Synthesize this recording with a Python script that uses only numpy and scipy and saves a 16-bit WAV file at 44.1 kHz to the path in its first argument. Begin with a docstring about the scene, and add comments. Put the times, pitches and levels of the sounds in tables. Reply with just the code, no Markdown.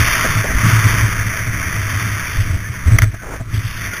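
"""Fast sled on snow.

A plastic sled, pulled over a frozen field, carries a small camera. Grains rush under the hull,
uneven ground makes it boom, wind buffets the microphone; packed snow squeaks, crust scuffs.
Near 3 s it hits a bump, clacks twice, skims lightly and digs in again with small crunches.
The camera holds coarse samples, which adds a gritty treble."""
import sys
import numpy as np
from scipy import signal
from scipy.fft import rfft, irfft
from scipy.io import wavfile
from scipy.ndimage import uniform_filter1d, minimum_filter1d

SR = 44100
rng = np.random.default_rng(int(sys.argv[2]) if len(sys.argv) > 2 else 0)


def store_pcm(level_fs):
    """Save levels as 16-bit WAV."""
    pcm = np.round(np.clip(level_fs, -1, 1) * 32767).astype(np.int16)
    wavfile.write(sys.argv[1], SR, np.atleast_2d(pcm).T)


N = 176400
TIME = np.arange(N) / SR
FREQ_HZ = np.fft.rfftfreq(N, 1 / SR)

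# Snow rush envelope: time_s, relative_db
RUSH_LEVEL = [(0, -16.5), (.1, -16.5), (.25, -19), (.48, -22.5), (.56, -22.5), (.61, -20), (.72, -19.5),
              (.82, -21), (.88, -18.5), (1.12, -22.5), (1.28, -23.5), (1.53, -25), (1.7, -24.5),
              (2.0, -24.5), (2.4, -26.5), (2.47, -30), (2.62, -34), (2.76, -29.5), (2.82, -32.5),
              (2.9, -27.5), (2.97, -31), (3.06, -35), (3.1, -42.5), (3.15, -36), (3.2, -40.5), (3.36, -35),
              (3.41, -42.5), (3.47, -44), (3.54, -32), (3.63, -33), (3.79, -30), (3.86, -24.5), (3.91, -29),
              (3.94, -26.5), (4, -28)]
# Rush band balance: time_s, mid_db, treble_db
RUSH_BANDS = [(0, -6.5, -8), (.35, -4, -10), (.48, -8.5, -15.5), (.72, -2.5, -8.5), (1.1, -7, -13),
              (1.5, -8.5, -16), (2.0, -6, -10), (2.2, -7, -13.5), (2.42, -7, -7), (2.66, -7.5, -13.5),
              (2.9, -3.5, -12.5), (3.1, -10, -12.5), (3.3, -6, -12.5), (3.48, -2, -11), (3.56, -8.5, -10.5),
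              (3.7, -4.5, -4.5), (3.85, -10.5, -11.5), (4, -8, -16)]
# Grains on the hull: freq_hz, gain_db
RUSH_SPECTRUM = [(150, -6.5), (350, -10), (520, -14), (600, -11.5), (645, -6), (700, -12.5), (790, -16),
                 (950, -8), (1170, -0.5), (1500, 0.5), (2050, 2), (2350, -1.5), (2650, -7.5), (3020, -10),
                 (3200, -5.5), (3350, -12.5), (3530, -6), (3750, -19.5), (4000, -31)]
# Steady hull shaking: time_s, level_db
SHAKE_LEVEL = [(0, -10), (.1, -36.5), (.22, -22.5), (.33, -23.5), (.45, -27.5), (.62, -20), (.82, -21.5),
               (.95, -16.5), (1.15, -23), (1.38, -25), (1.5, -22.5), (1.8, -25), (2.08, -23), (2.25, -28),
               (2.5, -23.5), (2.64, -28), (2.82, -28), (2.95, -20), (3.2, -37.5), (3.36, -41),
               (3.56, -23.5), (3.72, -32.5), (4, -29)]
# Low hull body: freq_hz, gain_db
BODY_SPECTRUM = [(30, -27), (70, 9), (120, -2.5), (165, 0.5), (200, -4.5), (232, -13.5), (253, -5),
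                 (275, -8.5), (320, -10.5), (450, -20.5), (900, -43)]
# Jolts from ridges: start_s, hold_s, boom_db, pitch_hz, thud_db
JOLTS = [(0.279, 0.021, -12.5, 104.5, -27), (.35, .055, -13, 109, -29), (.525, .02, -32, 112, -25),
         (.628, 0.065, -8, 111.7, -20), (.722, 0.075, -5.5, 110, -29), (0.842, 0.029, -5, 105, -21),
         (1.028, 0.02, -9, 107, -36), (1.255, 0.012, -12, 97, -26), (1.46, 0.035, -15, 113, -32),
         (1.534, 0.016, -26, 105, -29), (1.926, 0.048, -13, 103.5, -40), (2.045, 0.038, -15.5, 108, -32),
         (2.382, 0.035, -10.5, 98, -47), (2.497, .06, -11, 88, -35), (2.69, 0.019, -15, 104, -48),
         (2.859, 0.0294, -3.5, 80, -24.5), (2.912, 0.043, -1, 109, -24), (3.016, 0.024, -1.5, 102, -30),
         (3.055, 0.031, -10.5, 107, -47), (3.128, 0.0091, -15.5, 96, -36), (3.401, 0.0072, -12, 109, -30),
         (3.53, 0.018, -10.5, 102, -29.5), (3.567, 0.026, -10.5, 101, -38), (3.641, 0.02, -14.5, 107, -43)]
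# Thud of a jolt: freq_hz, gain_db
THUD_SPECTRUM = [(40, -18), (110, -10), (165, 4), (225, -8.5), (260, 0), (320, -13), (450, -21.5),
                 (900, -32)]
# Wind gusts: time_s, level_db
WIND_LEVEL = [(0.0, -35), (0.08, -17.5), (0.2, -31.5), (0.37, -17), (0.43, -29), (0.58, -15), (0.6, -22),
              (2.33, -33.5), (2.38, -18.5), (2.78, -39), (2.86, -21), (2.99, -15), (3.21, -36.5),
              (3.23, -30), (3.81, -26.5), (4.0, -48)]
# Wind on the microphone: freq_hz, gain_db
WIND_SPECTRUM = [(12, -1), (25, 1), (38, -1), (60, 0.5), (90, -15.5), (160, -11.5), (400, -43)]
# Packed-snow squeaks: start_s, hold_s, level_db, pitch_hz
SQUEAKS = [(0.123, 0.014, -20, 2360), (2.264, 0.0089, -24, 2360), (2.638, 0.039, -31, 1760),
           (3.183, 0.028, -39, 1505), (3.922, 0.017, -27.5, 1430)]
# Scuffs on crust: start_s, hold_s, level_db
SCUFFS = [(0.245, 0.017, -19.5), (0.439, 0.02, -21.5), (0.482, 0.044, -28.5), (0.69, .015, -34),
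          (0.934, .02, -29), (2.484, .12, -42), (2.869, 0.104, -35.5), (3.015, 0.035, -32),
          (3.139, 0.014, -33), (3.217, .02, -36.5), (3.397, 0.016, -34.5), (3.926, 0.0097, -37)]
# Scrape of a scuff: freq_hz, gain_db
SCUFF_SPECTRUM = [(120, 1), (250, 9), (350, -1.5), (440, 3), (540, -2.5), (645, -5.5), (790, -6),
                  (1050, -6.5), (1600, 2.5), (2400, -15), (3600, -20)]
# Plastic contacts at the bump: start_s, hold_s, crack_db, ring_db
CLACKS = [(2.9857, 0.00344, -7.5, 0), (2.9891, .0012, -12, -11), (3.0197, 0.0017, -10.5, -8.5),
          (3.0217, .002, -20, -22), (3.0258, 0.018, -21.5, -45)]
# Plastic modes: freq_hz, relative_db, t60_s
CLACK_MODES = [(660, -17, 0.027), (1260, -10, .005), (2070, 2.5, .005), (2300, -11, 0.0055),
               (3220, -13, 0.0045)]
# Crack of a contact: freq_hz, gain_db
CLACK_SPECTRUM = [(200, -6), (750, -10), (1200, 4), (2100, 5), (2700, -13), (3600, -8), (4000, -26)]
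# Skim after the bump: time_s, level_db
SKIM_LEVEL = [(3.2, -63), (3.235, -37.5), (3.27, -32.5), (3.3, -32.5), (3.335, -28), (3.37, -40),
              (3.41, -61)]
# Light rub on crust: freq_hz, gain_db
SKIM_SPECTRUM = [(120, -40), (250, 6.5), (480, 7), (800, 3.5), (1100, 2), (1500, 2), (2300, -6),
                 (3600, -27)]
# Crunches as the hull digs in: start_s, hold_s, level_db
CRUNCHES = [(3.541, 0.03, -35), (3.573, .004, -34), (3.65, .003, -34), (3.665, .003, -32),
            (3.773, 0.0023, -32), (3.936, 0.0081, -33), (3.967, .008, -32)]
# Breaking crust: freq_hz, gain_db
CRUNCH_SPECTRUM = [(500, -22), (1500, -18), (2400, -5), (3500, 12), (4000, -15)]


def undb(db):
    """Decibels to gain."""
    return 10 ** (np.asarray(db) / 20)


def unit(x):
    """Scale to rms 1."""
    return x / np.std(x)


def curve(rows, column=1):
    """Table column, linearly interpolated in time."""
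    rows = np.array(rows)
    return np.interp(TIME, rows[:, 0], rows[:, column])


def colour(x, spectrum):
    """Filter by (freq_hz, gain_db) points; rms 1."""
    freq_hz, gain_db = np.array(spectrum).T
    gain = undb(np.interp(np.log(np.maximum(FREQ_HZ, 1)), np.log(freq_hz), gain_db))
    return unit(irfft(rfft(x) * gain, N))


def noise(spectrum):
    """Coloured noise, rms 1."""
    return colour(rng.standard_normal(N), spectrum)


def wander(cutoff_hz):
    """Smooth random drift, rms 1."""
    lowpass = np.exp(-(FREQ_HZ / cutoff_hz) ** 2)
    return unit(irfft(rfft(rng.standard_normal(N)) * lowpass, N))


def burst(start_s, hold_s, attack_s, decay_s):
    """Linear attack; exponential decay from hold_s after the start."""
    age_s = TIME - start_s
    return np.clip(age_s / attack_s, 0, 1) * np.exp(-np.maximum(age_s - hold_s, 0) / decay_s)


def bursts(rows, attack_s, decay_s):
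    """Summed envelope of (start_s, hold_s, level_db) rows."""
    return sum(undb(db) * burst(start_s, hold_s, attack_s, decay_s) for start_s, hold_s, db in rows)


def resonate(x, centre_hz, width_hz):
    """One resonance, gain 1 at its centre."""
    return signal.lfilter(*signal.iirpeak(centre_hz, centre_hz / width_hz, fs=SR), x)


def snow_rush(grains_per_s=9000, spread_db=1.5, gain_db=1.5, flutter_db=0.56):
    """Thousands of grains scrape the hull; the colour shifts with the snow."""
    hits = rng.random(N) < grains_per_s / SR
    grains = hits * rng.standard_normal(N) * undb(spread_db * rng.standard_normal(N))
    spectrum = rfft(colour(grains, RUSH_SPECTRUM))
    mid = np.interp(FREQ_HZ, [600, 1000, 1350, 1650], [0, 1, 1, 0])
    treble = np.interp(FREQ_HZ, [2300, 2800], [0, 1])
    mid_ref_db, treble_ref_db = -5.5, -9.5
    rush = irfft(spectrum * (1 - mid - treble), N)
    rush += irfft(spectrum * mid, N) * undb(curve(RUSH_BANDS, column=1) - mid_ref_db)
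    rush += irfft(spectrum * treble, N) * undb(curve(RUSH_BANDS, column=2) - treble_ref_db)
    return rush * undb(gain_db + curve(RUSH_LEVEL) + flutter_db * wander(cutoff_hz=26))


def hull(mode_hz=105.7, width_hz=18.7, body_db=-5):
    """Rough ground drives the hull's low resonance; each ridge adds a boom and a dull thud."""
    ground = rng.standard_normal(N + SR)  # 1 s extra for the resonance to settle
    drone = resonate(resonate(ground, mode_hz, width_hz), mode_hz, width_hz)
    shake = unit(drone[SR:]) + undb(body_db) * noise(BODY_SPECTRUM)
    out = shake * undb(curve(SHAKE_LEVEL))
    thud = noise(THUD_SPECTRUM)
    for start_s, hold_s, boom_db, pitch_hz, thud_db in JOLTS:
        boom = np.sin(2 * np.pi * pitch_hz * (TIME - start_s))
        envelope = burst(start_s, hold_s, attack_s=0.0119, decay_s=0.012)
        out += envelope * (undb(boom_db) * boom + undb(thud_db) * thud)
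    return out


def wind():
    """Low buffeting of air on the microphone."""
    return noise(WIND_SPECTRUM) * undb(curve(WIND_LEVEL))


def squeaks(pitch_spread=0.024):
    """Packed snow sticks and slips in short wavering chirps."""
    pitch_ratio = 1 + pitch_spread * wander(cutoff_hz=320)
    out = np.zeros(N)
    for start_s, hold_s, level_db, pitch_hz in SQUEAKS:
        tone = unit(np.sin(2 * np.pi * pitch_hz * np.cumsum(pitch_ratio) / SR))
        out += undb(level_db) * burst(start_s, hold_s, attack_s=0.0081, decay_s=0.0089) * tone
    return out


def scuffs(ring_db=-4):
    """Short scrapes over crust, each leaving a hollow ring in the plastic."""
    scrape = bursts(SCUFFS, attack_s=0.0018, decay_s=0.0065) * noise(SCUFF_SPECTRUM)
    ring = unit(resonate(scrape, centre_hz=649, width_hz=35))
    return scrape + undb(ring_db) * np.std(scrape) * ring


def clacks(attack_s=0.00085):
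    """Plastic chatters on plastic: a crack, plus modes that ring during contact and die fast."""
    crack = noise(CLACK_SPECTRUM)
    out = np.zeros(N)
    for start_s, hold_s, crack_db, ring_db in CLACKS:
        out += undb(crack_db) * crack * burst(start_s, hold_s, attack_s, decay_s=0.0014)
        for freq_hz, mode_db, t60_s in CLACK_MODES:
            envelope = burst(start_s, hold_s, attack_s, decay_s=t60_s / np.log(1000))
            mode = np.sin(2 * np.pi * freq_hz * (TIME - start_s))
            out += undb(ring_db + mode_db) * envelope * mode
    return out


def skim(roughness_db=1.3):
    """Broad, rough rub as the sled rides lightly on the crust."""
    return noise(SKIM_SPECTRUM) * undb(curve(SKIM_LEVEL) + roughness_db * wander(cutoff_hz=120))


def crunches():
    """Small bright snaps of breaking crust."""
    return bursts(CRUNCHES, attack_s=0.00093, decay_s=0.003) * noise(CRUNCH_SPECTRUM)


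def scene():
    """Mono mix as heard from the sled, in open air."""
    return (snow_rush() + hull() + wind() + squeaks() + scuffs() + clacks() + skim() + crunches())[None]


def record(dry, ceiling=1.0, limiter_s=0.0015, hold_hz=8000, hold_steps=6, top_hz=15050):
    """The camera limits peaks, then holds coarse samples, mirroring the sound into the treble."""
    window = int(limiter_s * SR)
    gain = ceiling / np.maximum(np.abs(dry), ceiling)
    smooth_gain = uniform_filter1d(minimum_filter1d(gain, window), window)
    coarse = signal.resample(dry * smooth_gain, N * hold_hz // SR, axis=1)
    held = signal.resample(np.repeat(coarse, hold_steps, axis=1), N, axis=1)
    lowpass = signal.ellip(12, 0.1, 95, top_hz, fs=SR, output="sos")
    return signal.sosfilt(lowpass, held)


dry = scene()
out = record(dry)
store_pcm(out)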